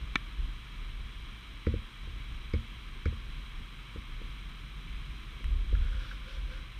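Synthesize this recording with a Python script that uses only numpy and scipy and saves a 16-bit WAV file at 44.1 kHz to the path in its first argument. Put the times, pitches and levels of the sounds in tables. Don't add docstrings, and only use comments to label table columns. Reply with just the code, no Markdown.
import sys
import numpy as np
from scipy import signal
from scipy.fft import rfft, irfft
from scipy.io import wavfile
from scipy.ndimage import uniform_filter1d

SR = 44100
rng = np.random.default_rng(int(sys.argv[2]) if len(sys.argv) > 2 else 0)


def bounce(signal):
    frames = np.transpose(np.atleast_2d(signal))
    limited = np.clip(frames, -1, 1)
    pcm = np.round(limited * 32767).astype(np.int16)
    wavfile.write(sys.argv[1], SR, pcm)


N = 299439


def gain_of(db):
    return 10 ** (np.asarray(db) / 20)


def unit_rms(x):
    return x / np.sqrt(np.mean(x ** 2) + 1e-20)


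def unit_peak(x):
    return x / (abs(x).max() + 1e-20)


def add(mix, at_s, sound):
    part = mix[max(round(at_s * SR), 0):][:len(sound)]
    part += sound[:len(part)]


def equalise(x, curve):
    f, db = np.transpose(curve)
    hz = np.fft.rfftfreq(len(x), 1 / SR)
    curve_db = np.interp(np.log(hz + 1), np.log(f + 1), db)
    return unit_rms(irfft(rfft(x) * gain_of(curve_db), len(x)))


def butter(x, hz, kind, order=2):
    return signal.sosfilt(signal.butter(order, hz, kind, fs=SR, output="sos"), x)


def resonate(x, hz, width_hz):
    radius = np.exp(-np.pi * width_hz / SR)
    pole = radius * np.exp(2j * np.pi * hz / SR)
    for _ in range(2):
        x = 2 * signal.lfilter([1 - radius], [1, -pole], x).real
    return unit_rms(x)


def ring_out(modes, t):
    return sum(gain_of(db - 60 * t / t60) * np.sin(2 * np.pi * hz * t) for hz, db, t60 in modes)


def drift(rate_hz):
    hz = np.fft.rfftfreq(N, 1 / SR)
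    return unit_rms(irfft(rfft(rng.standard_normal(N)) * np.exp(-(hz / rate_hz) ** 2), N))


def patter(per_s, spread_db):
    size = gain_of(spread_db * np.minimum(rng.exponential(1, N), 5))
    return unit_rms(size * rng.choice([-1, 1], N) * (rng.random(N) < per_s / SR))


def envelope(start_s, hold_s, rise_s, fall_db_per_s):
    since = np.arange(N) / SR - start_s
    attack = np.exp(-(np.minimum(since, 0) / rise_s) ** 2)
    return attack * gain_of(-fall_db_per_s * np.maximum(since - hold_s, 0))


def whine():
    # f/Hz, rms level/dB
    tones = [(8549, -88), (8603, -82), (8651, -81), (14050, -99), (14099, -92)]
    t = np.arange(N) / SR
    return sum(np.sqrt(2) * gain_of(db) * np.sin(2 * np.pi * (hz * t + rng.random())) for hz, db in tones)


def drone():
    swell = envelope(start_s=4.45, hold_s=0.66, rise_s=0.15, fall_db_per_s=120)
    return gain_of(-55.5) * swell * unit_rms(butter(rng.standard_normal(N), [125, 160], "band"))


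def rain():
    # f/Hz, level/dB
    wash_eq = [(380, -72), (650, -27), (822, -14.5), (1050, -2), (1230, -1.5), (1460, -5.5), (1580, -3.5),
               (1910, -6), (2300, 1), (2430, -2.5), (2840, -4.5), (3260, 0.5), (3620, -8.5), (3950, -3.5),
               (4500, -24), (5850, -27.5), (9900, -120)]
    # f/Hz, level/dB
    fizz_eq = [(2530, -16), (4300, -8.5), (4530, -1.5), (5580, -0.5), (7960, -9.5), (8900, -7),
               (9040, -9.5), (14700, -12), (15300, -18)]
    waver = gain_of(0.25 * drift(rate_hz=3))
    wash = equalise(rng.standard_normal(N) + 0.5 * patter(per_s=1500, spread_db=2.5), wash_eq)
    fizz = equalise(rng.standard_normal(N) + 0.3 * patter(per_s=3000, spread_db=2.2), fizz_eq)
    return waver * (gain_of(-52.5) * wash + gain_of(-69.5) * fizz)


def wind_strength():
    # t/s, hold/s, strength/dB
    gusts = [(0.392, 0.058, -29.5), (0.904, 0.06, -37.5), (4.113, 0.19, -38), (4.94, 0.029, -37.5),
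             (5.459, 0.13, -25), (5.715, 0.054, -22), (5.81, 0.17, -30), (6.344, .02, -34.5)]
    lull_s, lull_width_s, lull_db = 1.943, 0.048, -8.5
    lull = np.exp(-((np.arange(N) / SR - lull_s) / lull_width_s) ** 2)
    breeze = gain_of(-40.5 + 3.5 * drift(rate_hz=7.7) + lull_db * lull)
    gust_power = sum((gain_of(db) * envelope(at_s, hold_s, rise_s=0.018, fall_db_per_s=93)) ** 2
                     for at_s, hold_s, db in gusts)
    return 10 * np.log10(breeze ** 2 + gust_power)


def buffet(low_hz, high_hz):
    band = unit_rms(butter(rng.standard_normal(N), [low_hz, high_hz], "band", order=3))
    eddies = signal.hilbert(band)
    power = uniform_filter1d(abs(eddies) ** 2, size=2200)
    return unit_rms(eddies.real / np.sqrt(power + 0.055))


def wind():
    # f/Hz, level/dB
    draught_eq = [(56, -36), (95, -5), (113, -1), (130, -1.5), (173, -9), (210, -8), (260, -14), (292, -13),
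                  (322, -15.5), (575, -26.5), (800, -27), (1040, -65), (1760, -120)]
    strength_db = wind_strength()
    excess_db = strength_db - np.median(strength_db)
    slow = gain_of(strength_db - 2.5) * buffet(low_hz=28.8, high_hz=52.2)
    fast = gain_of(-58.5 + 1.4 * np.minimum(excess_db, 16)) * buffet(low_hz=57.2, high_hz=83.2)
    draught = equalise(rng.standard_normal(N), draught_eq)
    draught_db = -53.92 + 0.23 * excess_db + 0.44 * drift(rate_hz=18)
    return slow + fast + gain_of(draught_db) * draught


def grip():
    # t/s, hold/s, rasp/dB, groan/dB, hiss/dB
    strokes = [(5.84, 0.1, -57, -63.5, -63), (6.015, .11, -56.5, -66.5, -57.5),
               (6.293, 0.065, -59.5, -58.5, -57), (6.526, 0.049, -57, -62, -61)]
    # f/Hz, level/dB
    skin_eq = [(900, -40), (2000, 3), (3400, 15.5), (4500, 4), (5700, 4), (6600, -10), (14000, -20)]
    slips = patter(per_s=580, spread_db=0.5)
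    rasp = resonate(slips, hz=1480, width_hz=340)
    groan = resonate(slips, hz=520, width_hz=65)
    hiss = equalise(rng.standard_normal(N), skin_eq)
    out = np.zeros(N)
    for at_s, hold_s, rasp_db, groan_db, hiss_db in strokes:
        rub = gain_of(rasp_db) * rasp + gain_of(groan_db) * groan + gain_of(hiss_db) * hiss
        out += envelope(at_s, hold_s, rise_s=0.038, fall_db_per_s=172) * rub
    return out


def ticks():
    # t/s, tone peak/dB, centre/Hz, width/Hz, click relative
    # to tone/dB
    hits = [(5.443, -31, 2110, 1510, -12.5), (5.749, -39, 1540, 300, -36), (5.752, -40.5, 2120, 800, -30),
            (6.050, -38, 1480, 300, -32), (6.110, -36.5, 1450, 203, -32)]
    out, t = np.zeros(N), np.arange(3000) / SR
    for at_s, db, hz, width_hz, click_db in hits:
        burst = rng.standard_normal(len(t)) * np.exp(-t * width_hz / 1.4)
        tone = unit_peak(butter(burst, [hz - width_hz / 2, hz + width_hz / 2], "band"))
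        click = unit_peak(butter(burst, [3000, 9000], "band", order=1))
        add(out, at_s, gain_of(db) * (tone + gain_of(click_db) * click))
    return out


def drops():
    # t/s, thud/dB, slap/dB, sway send from the thud/dB
    hits = [(1.6669, -19, -28.5, 0), (1.736, -24, -54, -2), (2.0706, -43.5, -62, 8), (2.535, -23, -35, 3.5),
            (3.0558, -25.5, -30.5, 6.5), (3.1215, -38.5, -58, 5.5), (3.9558, -34, -58, 0.5),
            (4.2118, -39.5, -58, -3), (5.4038, -46, -58, -9), (5.7238, -32.5, -61, 7.5)]
    # f/Hz, level/dB
    slap_eq = [(600, -23), (1200, -4), (1450, 0), (1800, -3), (2300, 7), (2700, -18), (4200, -20),
               (5000, -13.5), (7000, -38), (15000, -63)]
    # f/Hz, level/dB, t60/s
    body_modes = [(198, -9, 0.18), (225.1, -5, 0.36), (314, -0.5, 0.062), (369, 2.5, 0.031),
                  (457, 2, 0.047), (513, -20, 0.27)]
    # f/Hz, level/dB, t60/s
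    sway_modes = [(44, -10, 0.53), (75, 11, 0.12), (112, -7, 0.27)]
    out, t = np.zeros(N), np.arange(SR // 2) / SR
    preroll_s, sway_trim_db = 0.01, -3
    thud = unit_peak(butter(ring_out(body_modes, t), 559, "low", order=14))
    sway = unit_peak(ring_out(sway_modes, t) * (1 - np.exp(-t / 0.016)))
    since = t - preroll_s
    spike = np.exp(-((since - 0.0014) / 0.00045) ** 2)
    splash = (since > 0) * (spike + 0.49 * np.exp(-since / 0.011))
    for at_s, thud_db, slap_db, send_db in hits:
        slap = unit_peak(equalise(rng.standard_normal(len(t)) * splash, slap_eq))
        add(out, at_s - preroll_s, gain_of(slap_db) * slap)
        add(out, at_s + 0.0011, gain_of(thud_db) * thud)
        add(out, at_s + 0.001, gain_of(thud_db + send_db + sway_trim_db) * sway)
    return out


def hailstone():
    # t/s, peak/dB, hardness as low-pass cutoff/Hz
    strikes = [(.1562, -12, 10200), (.1587, -23.5, 3570), (0.1622, -37, 2730)]
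    # f/Hz, level/dB, t60/s
    case_modes = [(227, -5, 0.025), (1130, -2.5, 0.011), (1321, -2, 0.021), (1780, -7, 0.036),
                  (2050, -5.5, 0.021), (2300, 3, 0.016), (2440, -4, 0.016), (2793, -7.5, .015),
                  (3583, 2, 0.0089), (3934, -8, 0.016), (4900, -35, 0.015), (6170, -11, 0.0073),
                  (8500, -19, 0.0036)]
    out, t = np.zeros(N), np.arange(3000) / SR
    contact = 1 - np.exp(-t / 0.00097)
    ring = unit_peak(ring_out(case_modes, t) * contact)
    for at_s, db, cutoff_hz in strikes:
        crack = unit_peak(butter(rng.standard_normal(len(t)), 1000, "high") * np.exp(-t / 0.00083))
        blow = butter(ring + 0.087 * crack, cutoff_hz, "low", order=4)
        add(out, at_s, gain_of(db) * unit_peak(blow))
    return out


def scene():
    return (rain() + wind() + drone() + hailstone() + ticks() + drops() + grip() + whine())[None]


def record(dry):
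    lowpass = signal.firwin(511, cutoff=15350, window=("kaiser", 9), fs=SR)
    return signal.oaconvolve(dry, lowpass[None], "same")


dry = scene()
out = record(dry)
bounce(out)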